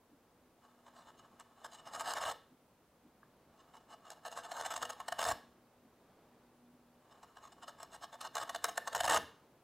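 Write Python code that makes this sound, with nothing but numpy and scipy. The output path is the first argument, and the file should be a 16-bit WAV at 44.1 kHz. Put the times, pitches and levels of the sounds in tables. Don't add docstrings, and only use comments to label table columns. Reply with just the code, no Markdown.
import sys
import numpy as np
from scipy import signal
from scipy.fft import rfft, irfft, next_fast_len
from scipy.io import wavfile
from scipy.ndimage import uniform_filter1d

SR = 44100
rng = np.random.default_rng(int(sys.argv[2]) if len(sys.argv) > 2 else 0)


def unload_audio(sound):
    columns = np.transpose(np.atleast_2d(sound))
    steps = np.round(np.clip(columns, -1, 1) * 32767)
    wavfile.write(sys.argv[1], SR, steps.astype(np.int16))


N = 424683
RING = 4096
FREQS = np.arange(RING // 2 + 1) * SR / RING
LEAD_S, SLIP_SAMPLES = 0.02, 5292

# bite t/s, first creep level/dB, last creep level/dB, exponent of the build-up, judder/dB
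STROKE_PLAN = [(0.57, -68.5, -46, 4.2, 2.3), (3.5, -71.5, -59.5, 1.1, 3.4), (6.98, -69.5, -67, 1.7, 3.8)]
# t/s, duration/s, level/dB, treble/dB
FINAL_TEARS = [(2.21, 0.11, -41.5, 2.5), (5.263, 0.061, -35.5, 0.5), (9.093, 0.087, -30.5, 1.5)]


def undb(db):
    return 10 ** (np.asarray(db) / 20)


def level(x, db):
    return x * undb(db) / np.sqrt(np.mean(x ** 2))


def peak(x, db):
    return x * undb(db) / np.abs(x).max()


def add(out, start, x):
    i = int(start * SR)
    out[i:i + len(x)] += x[:len(out) - i]


def walk(rate):
    hold = int(SR / rate)
    steps = np.repeat(rng.standard_normal(N // hold + 1), hold)
    return 1.337 * uniform_filter1d(uniform_filter1d(steps, hold), hold)[:N]


def resonance(hz, width):
    return (1 + ((FREQS - hz) / width) ** 2) ** -3


def ring(power):
    cepstrum = irfft(np.log(power + 1e-9) / 2)
    cepstrum[1:RING // 2] *= 2
    cepstrum[RING // 2 + 1:] = 0
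    delay_s = .0002 + .0006 * np.interp(FREQS, np.linspace(0, SR / 2, 20), rng.random(20))
    response = irfft(np.exp(rfft(cepstrum) - 2j * np.pi * np.cumsum(delay_s) * SR / RING))
    return response * np.hanning(2 * RING)[RING:]


def split(x, hz=2400):
    return [signal.sosfilt(signal.butter(4, hz, kind, fs=SR, output="sos"), x)
            for kind in ("low", "high")]


def background(air_db=-68.5, sway_db=1.26, waver_db=4, drift_hz=2.33, side_db=-21):
    # f/Hz, relative level/dB
    air_spectrum = [(40, -14.5), (58, -3.5), (90, -5.5), (125, -2.5), (270, -1.5), (500, -3.5),
                    (1000, -7.5), (2000, -18.5), (4000, -25), (7000, -35.5), (16000, -82)]
    # f/Hz, level/dB
    hum_tones = [(242.2, -77)]
    hz, db = np.transpose(air_spectrum)
    size = next_fast_len(N, True)
    log_hz = np.log(np.arange(size // 2 + 1) * SR / size + 1)
    colour = undb(np.interp(log_hz, np.log(hz), db))
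    noise = irfft(rfft(rng.standard_normal((2, size))) * colour, size)
    mid, side = level(noise[:, :N], air_db)
    out = mid * undb(sway_db * walk(4.14)) + undb(side_db) * np.array([side, -side])
    for hum_hz, hum_db in hum_tones:
        phase = 2 * np.pi * np.cumsum(hum_hz + drift_hz * walk(14)) / SR
        out += level(np.sin(phase) * undb(waver_db * walk(7)), hum_db)
    return out


def handling(bump_hz=254, bump_width_hz=64, bump_s=0.076):
    # t/s, peak level/dB, f/Hz, width/Hz, duration/s
    knocks = [(2.155, -58, 110, 45, 0.187), (5.237, -48, 94, 60, 0.14)]
    # t/s, peak level/dB
    bumps = [(0.09, -60.5), (2.485, -59), (3.02, -58.5), (5.81, -58), (6.71, -59)]
    contacts = knocks + [(start, db, bump_hz, bump_width_hz, bump_s) for start, db in bumps]
    out = np.zeros(N)
    for start, db, hz, width, length in contacts:
        n = int(length * SR)
        force = rng.standard_normal(n) * np.hanning(n)
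        add(out, start, peak(signal.fftconvolve(force, ring(resonance(hz, width))), db))
    return out


def fibres(n, rate, spread_db=3.0, rub_db=-11.5):
    size = undb(spread_db * np.minimum(rng.exponential(size=n), 4)) * rng.choice([-1, 1], n)
    clicks = size * (rng.random(n) < rate / SR)
    return clicks + undb(rub_db) * rng.standard_normal(n)


def board(scatter_db, force_db, damping_per_db=0.15, detune=0.019):
    # f/Hz, width/Hz, relative level/dB
    modes = [(104, 57, -22), (305, 88, -20.5), (470, 50, -12.5), (593, 87, -6.5), (700.3, 78, 3.5),
             (880, 109, -1), (1100, 99, -1.5), (1264.5, 63, -2.5), (1413, 63, -9.5), (1593, 187, -5.5),
             (1803, 79, -7), (2093, 440, -19), (2918, 216, -11), (3250, 85, -18.5), (3630, 213, -14),
             (4098, 374, -15), (4710, 130, -16.5), (5242, 220, -12), (5710, 125, -16), (6515, 320, -11),
             (7440, 520, -12.5), (8060, 270, -12.5), (8420, 270, -20.5), (9100, 300, -20.5),
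             (9790, 380, -19.5), (10410, 460, -22.5), (12150, 600, -24), (14000, 5600, -35.5)]
    # f/Hz, slope/(dB per dB of force)
    depth_slopes = [(90, 0.4), (700, 0.27), (1100, 0.05), (1800, 0.455), (2900, 0.2057), (12000, 0.5)]
    hz, width, db = np.transpose(modes)
    width = width * undb(damping_per_db * force_db * (hz > 2400))
    hz = hz * (1 + detune * rng.uniform(-1.07, 1, len(hz)))
    slope_hz, slope = np.transpose(depth_slopes)
    db = db + force_db * np.interp(np.log(hz), np.log(slope_hz), slope)
    db = db + scatter_db * rng.uniform(-1.18, 1, len(hz))
    return sum(gain ** 2 * resonance(f, w) for gain, f, w in zip(undb(db), hz, width))


def creep(treble_db=-3, flutter_db=4.0, bite_s=0.053):
    grain = fibres(N, rate=1200) * undb(flutter_db * walk(70))
    light_touch = ring(board(scatter_db=0, force_db=-22))
    body, treble = split(signal.fftconvolve(grain, light_touch)[:N])
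    crackle = body + undb(treble_db) * treble
    t, push = np.arange(N) / SR, 0
    for (bite, first_db, last_db, exponent, _), (tear_s, length, _, _) in zip(STROKE_PLAN, FINAL_TEARS):
        effort = np.clip((t - bite) / (tear_s - bite), 0, 1) ** exponent
        contact = np.clip((t - bite) / bite_s, 0, 1) * (t < tear_s + length)
        push = push + contact * undb(first_db + (last_db - first_db) * effort)
    return push * level(crackle, 0)


def linger(x):
    # f/Hz, T60/s, gain at resonance/dB
    lasting_modes = [(88.3, 0.55, 0.5), (1310, 0.4, -3), (3540, 0.46, 3), (3780, 0.32, 1.5)]
    t, response = np.arange(SR) / SR, 0
    for hz, t60, db in lasting_modes:
        decay = np.log(1000) / t60
        response = response + undb(db) * 2 * decay / SR * np.exp(-decay * t) * np.cos(2 * np.pi * hz * t)
    return signal.fftconvolve(x, response)[:N]


def room(x, build_s=0.01):
    # f/Hz, T60/s, gain/dB
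    bands = [(90, 0.34, 1), (272, 0.41, 1), (684, 0.34, -16), (1360, 0.51, -15), (1860, 0.4, -11),
             (4060, 0.45, -11), (7500, 0.42, -24), (13100, 0.3, -11)]
    t = np.arange(SR) / SR
    noise = rfft(rng.standard_normal(SR))
    log_hz, log_centres = np.log(np.arange(SR // 2 + 1) + 1), np.log(np.array(bands)[:, 0])
    tail = 0
    for share, (_, t60, db) in zip(np.eye(len(bands)), bands):
        band = irfft(noise * np.interp(log_hz, log_centres, share))
        fade = np.exp(-np.log(1000) * t / t60) * (1 - np.exp(-(t / build_s) ** 2))
        tail = tail + undb(db) * band * fade / np.linalg.norm(fade)
    return signal.fftconvolve(x, tail)[:N]


def judder_at(time):
    stroke = sum(time > row[0] for row in STROKE_PLAN[1:])
    return STROKE_PLAN[stroke][-1]


def slip(length, db, treble_db, judder_db, arch_db=3, stop=0.32, skirt_db=-19,
         rise_s=0.00018, fall_s=0.0018, skirt_s=0.017, judder_hz=140):
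    length = np.clip(length, .003, .08)
    t = np.arange(SLIP_SAMPLES) / SR - LEAD_S
    beats = np.cumsum(rng.uniform(0.59, 1.472, size=64)) / judder_hz - LEAD_S
    swings = (-1) ** np.arange(len(beats)) * rng.uniform(0, 2.1, len(beats))
    judder = undb(judder_db * np.interp(t, beats, swings))
    onset = (1 + np.tanh((t - rise_s) / (rise_s + 0.096 * length) / 2)) / 2
    release = (1 - np.tanh((t - length) / fall_s / 2)) / 2
    arch = undb(-arch_db * np.minimum((2 * t / length - 1) ** 2, 1))
    skirt = undb(skirt_db) * np.exp(-np.maximum(np.abs(t - length / 2) - length / 2, 0) / skirt_s)
    envelope = onset * release * arch + skirt
    force_db = db + 32.0
    fracture_rate = 5000 * undb(0.5 * force_db)
    force = envelope * judder * fibres(SLIP_SAMPLES, fracture_rate, rub_db=-12)
    thud = np.exp(-((t - length) / 0.00026) ** 2)
    force = force + stop * np.linalg.norm(force) / np.sqrt(length * SR) * thud
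    body, treble = split(signal.fftconvolve(force, ring(board(scatter_db=3.5, force_db=force_db))))
    tilt = undb(treble_db - 9.0)
    wood = body / np.linalg.norm(body) + tilt * treble / np.linalg.norm(treble)
    shaving = undb(-19.5 + 0.3 * force_db) * splinters(envelope)
    return (wood + shaving) * undb(db) * np.sqrt(length * SR / (1 + tilt ** 2))


def splinters(envelope, rate=1100, low_hz=7000, high_hz=15500, width_hz=260, count=9):
    clicks = (rng.random(len(envelope)) < rate / SR) * rng.standard_normal(len(envelope))
    power = sum(resonance(hz, width_hz) / hz ** 2 for hz in rng.uniform(low_hz, high_hz, count))
    sound = signal.fftconvolve(clicks * envelope, ring(power / power.max()))
    return sound / (np.linalg.norm(sound) + 1e-12)


def snap(db, splinter_s=0.0014, splinter=0.8, treble_db=3.5):
    t = np.arange(SR // 100) / SR
    force = splinter * rng.standard_normal(len(t)) * np.exp(-t / splinter_s)
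    force[0] += 1
    power = board(scatter_db=2, force_db=2.5) * undb(treble_db * FREQS / 8000) ** 2
    return peak(signal.fftconvolve(force, ring(power)), db)


def rasp(length, db, flutter_db=5.5, places=8):
    n = int(length * SR)
    grain = fibres(n, rate=2500) * undb(flutter_db * walk(69.6)[:n]) * signal.windows.tukey(n, .5)
    travel, sound = np.linspace(0, places - 1, n), 0
    for place in range(places):
        nearness = np.sqrt(np.maximum(1 - np.abs(travel - place), 0))
        sound = sound + signal.fftconvolve(grain * nearness, ring(board(scatter_db=4, force_db=-19)))
    return level(sound[:n], db)


def tear(start, length, db, treble_db, spacing_s=0.012, moving_share=0.9):
    out = np.zeros(N)
    count = round(length / spacing_s)
    step = length / count
    slip_db = db - 10 * np.log10(moving_share)
    for k in range(count):
        onset = start + step * (k + (k > 0) * rng.uniform(-.15, .15))
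        jerk = slip(step * moving_share, slip_db, treble_db, judder_at(start),
                    arch_db=-0.5, stop=0.17, skirt_db=-20.0)
        add(out, onset - LEAD_S, jerk)
    return out


def carving(snap_db=-3):
    # t/s, duration/s, level/dB, treble/dB
    slips = [ (0.861, 0.031, -59.5, -3), (0.95, 0.073, -61.5, 1.5), (1.059, 0.048, -61.5, 1.5),
             (1.176, 0.027, -64.5, 10), (1.396, 0.02, -56.5, 3), (1.641, 0.026, -48, 2),
             (1.716, 0.044, -57, 11), (1.768, 0.039, -60, 6), (1.855, 0.037, -52.5, 1.5),
             (1.928, 0.04, -45.5, 3.5), (1.992, 0.027, -41.5, 4.5), (2.058, 0.067, -40.5, 3),
             (2.154, 0.038, -41.5, 0), (3.578, 0.042, -67, 4), (3.736, 0.043, -58.5, -0.5),
             (3.899, 0.05, -55.5, 0), (4.047, 0.049, -60, 2), (4.102, 0.032, -54, 4),
             (4.252, 0.033, -45, 0.5), (4.311, 0.028, -50.5, 2), (4.358, 0.038, -47, 0),
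             (4.435, 0.029, -50.5, 3.5), (4.512, 0.014, -42, 1.5), (4.566, 0.0038, -47, -5),
             (4.584, 0.044, -43, 1), (4.649, 0.026, -40.5, 5), (4.707, 0.016, -39.5, 4),
             (4.733, 0.0094, -43, 4.5), (4.761, 0.0086, -39, 10), (4.775, 0.005, -40.5, 1),
             (4.815, 0.0055, -41, -1), (4.825, 0.0087, -35, 3), (4.85, 0.007, -41, 5),
             (4.892, 0.016, -42, 5), (4.916, 0.018, -52, 3), (5, 0.007, -41.5, -3), (5.08, 0.008, -37, 3.5),
             (5.12, 0.0068, -33.5, -1.5), (5.186, 0.016, -36, 1.5), (5.203, 0.016, -37.5, 4),
             (5.226, 0.0076, -34, 2), (5.238, 0.0048, -36, 9), (5.25, 0.0079, -34.5, 2.5),
             (7.112, 0.017, -62, 3), (7.228, 0.018, -56, 0.5), (7.355, 0.035, -58, 0),
             (7.422, 0.06, -58, 1.5), (7.519, 0.014, -60, 8), (7.621, 0.023, -51.5, 1.5),
             (7.676, 0.026, -49.5, 2.5), (7.788, 0.058, -55, 3), (7.922, 0.043, -53.5, 5),
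             (8.017, 0.037, -48.5, 2.5), (8.123, 0.034, -52, 0.5), (8.205, 0.019, -48, 9.5),
             (8.23, 0.044, -46, 1.5), (8.353, 0.038, -39, 1), (8.393, 0.035, -44, 1.5),
             (8.426, 0.0078, -39.5, 0), (8.493, 0.0094, -38, 1.5), (8.545, 0.0085, -37.5, 2),
             (8.557, 0.0083, -39.5, 3.5), (8.642, 0.012, -33.5, 1.5), (8.685, 0.0089, -37, 1),
             (8.773, 0.0093, -32.5, 3), (8.873, 0.0065, -34, 1.5), (8.923, 0.013, -44.5, 2.5),
             (8.947, 0.0048, -31.5, -5), (8.956, 0.01, -34, 2.5), (8.977, 0.0026, -39.5, 6),
             (9.002, 0.0062, -28, 2), (9.033, 0.003, -35.5, 5), (9.04, 0.0068, -31, -0.5),
             (9.051, 0.0042, -29.5, 2), (9.059, 0.0067, -33.5, 0), (9.076, 0.0084, -30.5, 0.5)]
    # t/s, duration/s, level/dB
    rasps = [(1.892, 0.35, -54.5), (4.201, 0.72, -53.5), (8.299, .6, -65.5)]
    # t/s, peak level/dB before snap_db is added
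    snaps = [(1.398, -38), (2.097, -32), (2.136, -23.5), (4.103, -33), (4.258, -39), (4.316, -38),
             (4.567, -36), (5.287, -26), (7.830, -32.5), (8.213, -30), (8.353, -25.5), (8.642, -16.5),
             (8.950, -21), (9.097, -18), (9.144, -17.5)]
    out = creep()
    for start, length, db, treble_db in slips:
        add(out, start - LEAD_S, slip(length, db, treble_db, judder_at(start)))
    for start, length, db in rasps:
        add(out, start, rasp(length, db))
    for start, db in snaps:
        add(out, start, snap(db + snap_db))
    return out + sum(tear(*row) for row in FINAL_TEARS)


def touch(start_s=3.23, peak_db=-49.5, decay_s=0.002):
    # f/Hz, width/Hz, relative level/dB
    tick_modes = [(1170, 150, -2), (1640, 120, -1)]
    n = int(decay_s * SR)
    force = np.exp(-np.arange(4 * n) / n)
    power = sum(undb(db) ** 2 * resonance(hz, width) for hz, width, db in tick_modes)
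    out = np.zeros(N)
    add(out, start_s, peak(signal.fftconvolve(force, ring(power)), peak_db))
    return out


def scene(haze_db=-13, hiss_db=-77.5):
    work = carving() + touch()
    haze = undb(haze_db) * split(room(work), hz=5250)[1]
    mid = work + linger(work) + room(work) + handling()
    return mid + np.array([haze, -haze]) + background() + undb(hiss_db) * rng.standard_normal((2, N))


def record(dry):
    return signal.sosfilt(signal.ellip(10, .1, 70, 15750, fs=SR, output="sos"), dry)


dry = scene()
out = record(dry)
unload_audio(out)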